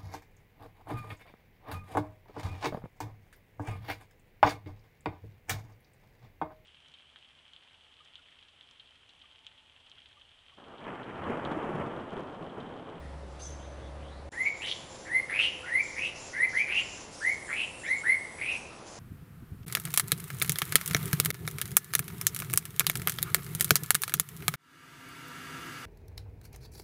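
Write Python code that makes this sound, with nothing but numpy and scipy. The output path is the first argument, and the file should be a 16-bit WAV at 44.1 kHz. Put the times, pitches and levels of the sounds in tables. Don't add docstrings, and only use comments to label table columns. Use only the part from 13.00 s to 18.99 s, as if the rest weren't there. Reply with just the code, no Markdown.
import sys
import numpy as np
from scipy import signal
from scipy.io import wavfile
from scipy.ndimage import uniform_filter1d

SR = 44100
rng = np.random.default_rng(int(sys.argv[2]) if len(sys.argv) > 2 else 0)


def nominal_scale(level):
    x = np.asarray(level, float) / 20
    return 10 ** x


def dump(signal):
    limited = np.clip(np.atleast_2d(signal).T, -1, 1)
    pcm = np.round(limited * 32767).astype(np.int16)
    wavfile.write(sys.argv[1], SR, pcm)


N = 264159
GAP_START_S, GAP_END_S = 1.2915, 1.3165


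def evened(x):
    return x / np.sqrt(np.mean(x ** 2) + 1e-20)


def read(points, hz):
    f, value = np.transpose(points)
    return np.interp(np.log(hz + 1), np.log(f + 1), value)


def curve(rows):
    s, value = np.transpose(rows)
    return np.interp(np.arange(N) / SR, s, value)


def wander(length, hz):
    size = max(int(SR / hz / 2), 2)
    smooth = uniform_filter1d(rng.standard_normal(length), size)
    return evened(uniform_filter1d(smooth, size))


def patchwork(x, size):
    return evened(uniform_filter1d(uniform_filter1d(x, size=size, axis=0), size=size, axis=1))


def hiss(points, patchy_db):
    frames, hz = N // 256 + 5, np.fft.rfftfreq(1024, 1 / SR)
    a, b, patches = rng.standard_normal((frames, 513, 3)).T
    level_db = read(points, hz)[:, None] + patchy_db * patchwork(patches, 12)
    z = (a + 1j * b) * nominal_scale(level_db)
    return evened(signal.istft(z, nperseg=1024, noverlap=768)[1][:N])


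def waver(hz, share):
    phase = 2 * np.pi * np.cumsum(hz * (1 + share * wander(N, 7.32))) / SR
    return np.sqrt(2) * np.sin(phase) * nominal_scale(0.93 * wander(N, 27.0))


def bouts(table, t60_s, bed_db):
    attack_s = 0.015
    t = np.arange(0, N, 64) / SR
    power = nominal_scale(2 * bed_db)
    for start, length, db in table:
        attack = np.clip((t - start) / attack_s + .5, 0, 1)
        release_db = -120 * np.maximum(t - start - length, 0) / t60_s
        power = power + attack * nominal_scale(2 * db + release_db)
    return np.interp(np.arange(N) / SR, t, np.sqrt(power))


def loudness(x):
    return np.sqrt(abs(uniform_filter1d(x ** 2, size=900)))


# (frequency [Hz], density [dB])
FIRST_AIR = [(15, -46), (32, -2), (50, -3), (110, 4.5), (200, -2.5), (400, -2), (600, 0), (900, -4.5),
             (1900, -15), (4170, -23), (7000, -30.5), (11300, -32.5), (14000, -80)]


def first_air():
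    return nominal_scale(-48) * hiss(FIRST_AIR, patchy_db=1.2)


# (frequency [Hz], waver [share], level [dB])
ENGINE = [(68.4, .03, -45), (146.8, 0.029, -57.5), (303.5, 0.0184, -61), (556.4, 0.01186, -59)]
# (time [s], level [dB])
ENGINE_SWELL = [(0.0, -46), (0.056, -44), (0.426, -48), (0.524, -43), (0.574, -47), (1.016, -44),
                (1.07, -47), (1.232, -47.5), (1.29, -43)]


def engine_hum():
    swell = nominal_scale(curve(ENGINE_SWELL) - np.mean(np.array(ENGINE_SWELL)[:, 1]))
    return swell * sum(nominal_scale(db) * waver(hz, share) for hz, share, db in ENGINE)


# (start [s], length [s], level [dB])
CHIP_RASP = [
    (.295, .01, -68),
    (.3, .09, -78),
    (.398, 0.069, -52.5),
]


def chip_rasp():
    spectrum = [(2000, -5), (4500, 1.5), (6000, 11), (8000, 0.5), (11000, -4)]
    return bouts(CHIP_RASP, .6, -81) * hiss(spectrum, patchy_db=-5.5)


# (frequency [Hz], density [dB])
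TRAFFIC = [(15, -34), (25, -14), (81, 5.5), (237, -0.5), (323, 3.5), (462, 0.5), (525, 2.5), (1020, -1),
           (1250, -6.5), (2200, -11), (2770, -12), (6120, -18), (8100, -35.5), (10200, -13), (11300, -80),
           (14700, -56), (22000, -120)]


def traffic_wash():
    return nominal_scale(-48.5) * hiss(TRAFFIC, patchy_db=0.65)


# (time [s], level [dB])
DRONE = [(1.3, -64.5), (2.3, -58), (3.0, -57), (3.6, -67.5), (4.8, -62.5), (5.99, -69)]


def far_drone():
    return nominal_scale(curve(DRONE)) * waver(518.8, 0.00631)


# (start [s], length [s],
# level [dB])
RASPS = [(1.664, 0.087, -52.5), (1.904, 0.11, -57), (2.408, 0.045, -51.5), (2.801, 0.27, -53.5),
         (3.156, 0.15, -50), (3.492, 0.11, -50.5), (3.742, 0.28, -51), (4.124, 0.2, -50.5),
         (4.875, 0.046, -60), (5.517, 0.052, -52), (5.86, 0.12, -53)]
# (frequency [Hz], density [dB])
RASP_SPECTRUM = [(4000, -10.5), (5000, -3), (6000, 0), (7300, -6), (7480, -17)]
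RELEASE_T60_S = 0.56


def high_rasps():
    flutter = nominal_scale(0.88 * wander(N, 60))
    return bouts(RASPS, RELEASE_T60_S, -63) * flutter * hiss(RASP_SPECTRUM, patchy_db=1.5)


# (start [s], length [s], level [dB])
INSECTS = [(1.421, 0.072, -52.5), (1.574, 0.051, -53), (1.906, 0.076, -57), (2.834, 0.072, -51),
           (3.199, 0.078, -53), (3.791, 0.26, -53.5), (4.28, 0.074, -53), (4.46, 0.083, -56),
           (4.62, 0.069, -55.5), (4.795, 0.053, -52), (4.961, 0.039, -51.5)]
# (start [s], length [s], level [dB])
INSECT_BEDS = [
    (1.3, .75, -59.5),
    (3.78, 1.33, -64),
    (5.87, .12, -59.5),
]


def insect_chorus():
    spectrum = [(6500, -13.5), (7000, 0.5), (7450, 0), (7620, 1), (7750, -51)]
    flutter = nominal_scale(1.4 * wander(N, 60))
    return bouts(INSECTS + INSECT_BEDS, .2, -67.5) * flutter * hiss(spectrum, patchy_db=-1.7)


# (start [s], length [s], level [dB])
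FIZZ_BEDS = [
    (2.1, 1.7, -70),
    (4.12, 1.45, -52),
    (5.87, .12, -60),
]


def fizz(birds, spray):
    effort = bouts(FIZZ_BEDS, RELEASE_T60_S, -64.5)
    effort = effort + nominal_scale(-30) * loudness(birds) + nominal_scale(-10) * loudness(spray)
    return effort * hiss([(7400, -41), (7800, 14.5), (9000, 13), (10500, 10.5)], patchy_db=-3.5)


# (multiple [of pitch], level [dB])
OVERTONES = [(2, -36.5), (3, -56), (4, -59), (5, -32.5)]
# (frequency [Hz], lift [dB])
TREBLE = [(2500, 2), (5000, 0.5), (7000, -21), (9000, -20), (9350, 7.5), (10800, 6.5)]


def note(rows):
    s, *columns = np.transpose(rows)
    t = np.arange(s[0], s[-1], 1 / SR)
    hz, effort_db, buzz = (uniform_filter1d(np.interp(t, s, c), size=400, mode="nearest")
                           for c in columns)
    buzz = np.clip(buzz, 0, 1)
    jitter, pace, force, flutter, breath = (wander(SR // 4, rate_hz)[:len(t)]
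                                            for rate_hz in (282, 58.6, 162, 900, 1300))
    turns = np.cumsum(105 * (1 + .3 * pace)) / SR + rng.random()
    within = turns % 1
    scoop, flick = .85 * np.exp(-within / .24), .8 * within ** 5
    step = .06 * rng.standard_normal(64)[turns.astype(int)]
    off = (0.0037 + 0.0321 * buzz) * jitter + buzz * (flick - scoop + step + .12)
    throat = 1 / np.sqrt(1 + (off / .095) ** 2)
    hz = hz * np.maximum(1 + off, .3)
    phase = 2 * np.pi * np.cumsum(hz) / SR
    voice = throat * np.sin(phase)
    for k, db in OVERTONES:
        overtone_db = db + read(TREBLE, k * hz) + 6.2 * buzz + 4.0 * flutter
        voice += nominal_scale(overtone_db) * np.sin(round(k) * phase)
    voice += nominal_scale(-12.0) * buzz * breath * np.cos(phase)
    depth = np.clip(1.76 * buzz, 0, .9)
    pulses = 1 - depth + 0.9 * depth * np.sin(np.pi * within) ** 1.23
    bursts = pulses * nominal_scale(9.17 * buzz * force)
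    return np.sqrt(2) * nominal_scale(effort_db) * bursts * voice * signal.windows.tukey(len(t), .2)


def singer(notes):
    out = np.zeros(N)
    for rows in notes:
        sound, at = note(rows), round(max(rows[0][0], 0) * SR)
        out[at:at + len(sound)] += sound
    return out


def glide(start, length, from_hz, to_hz, bend):
    u = np.linspace(0, 1, num=33)
    return u, start + length * u, to_hz - (to_hz - from_hz) * (1 - u) ** bend


def strands(table, buzz):
    notes = []
    for start, length, from_hz, to_hz, peak_db in table:
        u, s, hz = glide(start, length, from_hz, to_hz, 2)
        effort_db = peak_db - 1.5 * (2 * u - 1) ** 2
        notes.append(np.transpose([s, hz, effort_db, buzz + 0 * u]))
    return notes


# (start [s], length [s], from [Hz], to [Hz], peak [dB])
DISTANT = [
    (.01, 0.081, 1837, 1920, -61.5),
    (.58, .08, 2800, 3560, -64.5),
    (.76, .14, 2800, 3570, -67),
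    (1.0, .11, 2560, 3400, -64),
    (1.1, 0.11, 3680, 4250, -67),
    (5.69, .14, 1300, 1254, -59),
    (5.53, 0.19, 6100, 6120, -67.5),
]
# (start [s], length [s], from [Hz], to [Hz], peak [dB])
SHARP_CHIP = [
    (.395, 0.019, 2000, 4900, -62),
    (.415, 0.057, 6170, 6180, -51),
    (.4, 0.072, 3000, 5700, -68),
    (0.43, 0.076, 10000, 6000, -74),
    (.41, 0.082, 11000, 5600, -71),
    (.5, 0.041, 6210, 6240, -63),
]


def far_singers():
    return singer(strands(SHARP_CHIP, .053) + strands(DISTANT, .3))


# (start [s], length [s], from [Hz], to [Hz], peak [dB])
SPRAYS = [
    (1.61, 0.077, 1800, 2113, -40.5),
    (1.665, 0.069, 4100, 4530, -50),
    (2.4, .075, 3500, 4140, -43),
    (3.05, .06, 3200, 3620, -49),
    (3.76, 0.059, 3800, 4100, -74),
    (5.41, .15, 3090, 3590, -54.5),
    (4.59, 0.033, 3900, 4210, -50),
    (5.13, 0.02, 2570, 3170, -55),
]


def sprays():
    return singer(strands(SPRAYS, .56))


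# (start [s], length [s], from [Hz], to [Hz], peak [dB])
GRACES = [
    (1.322, 0.033, 1840, 1986, -42.5),
    (2.05, 0.037, 1720, 2070, -42.5),
    (2.655, 0.059, 1946, 2017, -37),
    (3.328, 0.079, 1898, 2070, -35.5),
    (3.57, 0.054, 3000, 3050, -44),
    (3.672, 0.031, 1947, 2150, -35.5),
    (4.832, 0.037, 1856, 2112, -37),
    (4.855, 0.022, 2286, 2270, -37.5),
    (4.835, 0.097, 2600, 4180, -49),
    (4.865, .05, 5100, 6260, -53.5),
]
# (start [s], length [s], from [Hz], to [Hz], peak [dB])
CRESTS = [
    (1.452, 0.037, 2232, 2225, -24.5),
    (2.628, 0.034, 1330, 1480, -44.5),
    (2.785, 0.029, 2230, 2330, -27.5),
    (3.42, 0.034, 2160, 2324, -32),
    (3.59, 0.046, 2280, 2380, -27),
]
# (start [s], length [s], from [Hz], to [Hz], peak [dB])
SWEEPS = [
    (1.608, .045, 1963, 3046, -32),
    (1.635, .045, 2790, 4120, -40),
    (1.66, .05, 3300, 5530, -54),
]
# (start [s], length [s], from [Hz], to [Hz], peak [dB])
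BURSTS = [
    (1.667, 0.0582, 2800, 3146, -33.5),
    (1.67, 0.0684, 3310, 3900, -42),
]


def accents():
    return strands(CRESTS, .08) + strands(SWEEPS, .53) + strands(BURSTS, .823) + strands(GRACES, .2)


CLOSE_POWER = 5.98
# (start [s], length [s], from [Hz], top [Hz], peak [dB])
CHURRS = [
    (2.283, .215, 1754, 2845, -22.5),
    (2.956, 0.14, 1970, 2712, -29),
    (3.671, .155, 2051, 2783, -24.5),
    (4.469, .19, 1495, 2699, -26.5),
    (5.375, .2, 2052, 2560, -29.5),
]


def churr(start, length, from_hz, top_hz, peak_db):
    u, s, _ = glide(start, length, from_hz, top_hz, 1)
    hz = top_hz - (top_hz - from_hz) * np.maximum(1 - u / .7, 0) ** 1.3
    to_go_khz = (top_hz - hz) / 1000
    effort_db = peak_db - 10.5 * to_go_khz - 11.5 * u ** CLOSE_POWER
    main = [s, hz, effort_db, .55 - .13 * u]
    under = [s, .8 * hz, effort_db - 14, .75 + 0 * u]
    core = [s, hz, effort_db - 5 - 40 * to_go_khz, .08 + 0 * u]
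    return [np.transpose(voice) for voice in (main, under, core)]


# (start [s], length [s], top [Hz], peak [dB], bend [power])
SLIDES = [
    (1.314, .14, 2151, -27, 2),
    (2.055, 0.16, 2129, -23, 2.5),
    (2.641, 0.2, 2275, -22, 1.78),
    (3.317, .138, 2166, -17, 1.15),
    (4.835, 0.14, 2199, -23, 2.3),
]
# (start [s], length [s], top [Hz], peak [dB], bend [power])
SCOOPS = [
    (3.52, 0.14, 2376, -23, 2.2),
    (4.197, 0.14, 2256, -22.5, 1.55),
    (5.026, .135, 2180, -19.5, 2.2),
]
# (from [Hz], extra dip at the start [Hz], slope below the best pitch [dB per kHz])
SLIDE, SCOOP = (1300, 0, -51.5), (1550, 520, -29)


def whistle(start, length, top_hz, peak_db, bend, kind):
    from_hz, dip_hz, below_db = kind
    u, s, hz = glide(start, length, from_hz, top_hz, bend)
    hz = hz - dip_hz * np.exp(-(s - start) / .013)
    khz = (hz - 2070) / 1000
    beak_db = np.where(khz < 0, -khz * below_db, khz * -43)
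    effort_db = peak_db + beak_db - 10 * u ** CLOSE_POWER
    buzz = .041 + (.22 - .041) * (1 - u) ** 4
    return np.transpose([s, hz, effort_db, buzz])


def songbird():
    notes = [whistle(*row, SLIDE) for row in SLIDES] + [whistle(*row, SCOOP) for row in SCOOPS]
    for row in CHURRS:
        notes += churr(*row)
    return singer(notes + accents())


ECHO_S = (.00685, .0112, .02078, .0485)
ECHO_DB = (-5, -4, -10, -14)


def trunks(x):
    out = x.copy()
    for s, db in zip(ECHO_S, ECHO_DB):
        late = round(s * SR)
        out[late:] += nominal_scale(db) * x[:-late]
    return out / np.sqrt(1 + np.sum(nominal_scale(np.array(ECHO_DB)) ** 2))


# (frequency [Hz], t60 [s])
WOOD = [(1000, 0.52), (2000, 0.77), (3000, 0.67), (6000, 1), (10000, 0.66)]


def forest(x):
    taps = np.zeros(SR)
    at = np.arange(300, SR - 20, 20)
    taps[at + rng.integers(0, 20, len(at))] = rng.choice([-1., 1.], len(at))
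    hz, t, z = signal.stft(taps, SR, nperseg=256)
    tail = signal.istft(z * nominal_scale(-60 * t / read(WOOD, hz)[:, None]), SR, nperseg=256)[1]
    return signal.fftconvolve(x, tail / np.linalg.norm(tail))[:N]


def scene():
    spray = sprays()
    near, far = songbird() + spray, far_singers()
    t = np.arange(N) / SR
    scattered = forest(nominal_scale(-9.0) * near + nominal_scale(-1) * far * (t < GAP_START_S))
    birds = trunks(near + nominal_scale(6.0) * far) + scattered
    first = first_air() + engine_hum() + chip_rasp() + birds
    second = traffic_wash() + high_rasps() + insect_chorus() + fizz(birds, spray) + far_drone() + birds
    fade_out = np.clip((GAP_START_S - t) / .0012, nominal_scale(-32) * (t < GAP_END_S), 1)
    fade_in = np.clip((t - GAP_END_S) / .004, nominal_scale(-26) * (t > GAP_END_S - .007), 1)
    return (first * fade_out + second * fade_in)[None]


def starve(x):
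    hz, t, z = signal.stft(x, SR, nperseg=512)
    in_whistle = (hz > 1500) & (hz < 2500)
    whistle_db = 10 * np.log10((abs(z[in_whistle]) ** 2).sum(0) + 1e-12)
    patches = patchwork(rng.standard_normal(z.shape), 4)
    short = np.exp(-((t - 1.515) / .105) ** 4)
    weak = np.exp(-((hz[:, None] - 8350 - 900 * short) / (850 + 750 * short)) ** 4)
    drop = np.clip((whistle_db + 24 * short + 31 + 7.5 * patches) / 4, 0, 1)
    return signal.istft(z * nominal_scale(-24 * weak * drop), SR, nperseg=512)[1][:N]


def roll_off(x):
    return signal.sosfilt(signal.butter(12, 11450, fs=SR, output="sos"), x)


def record(dry):
    edge = signal.firwin(511, 11120, window=("kaiser", 9), fs=SR)
    limited = signal.oaconvolve(starve(dry[0]), edge, "same")
    return roll_off(limited[None])


dry = scene()
out = record(dry)
dump(out)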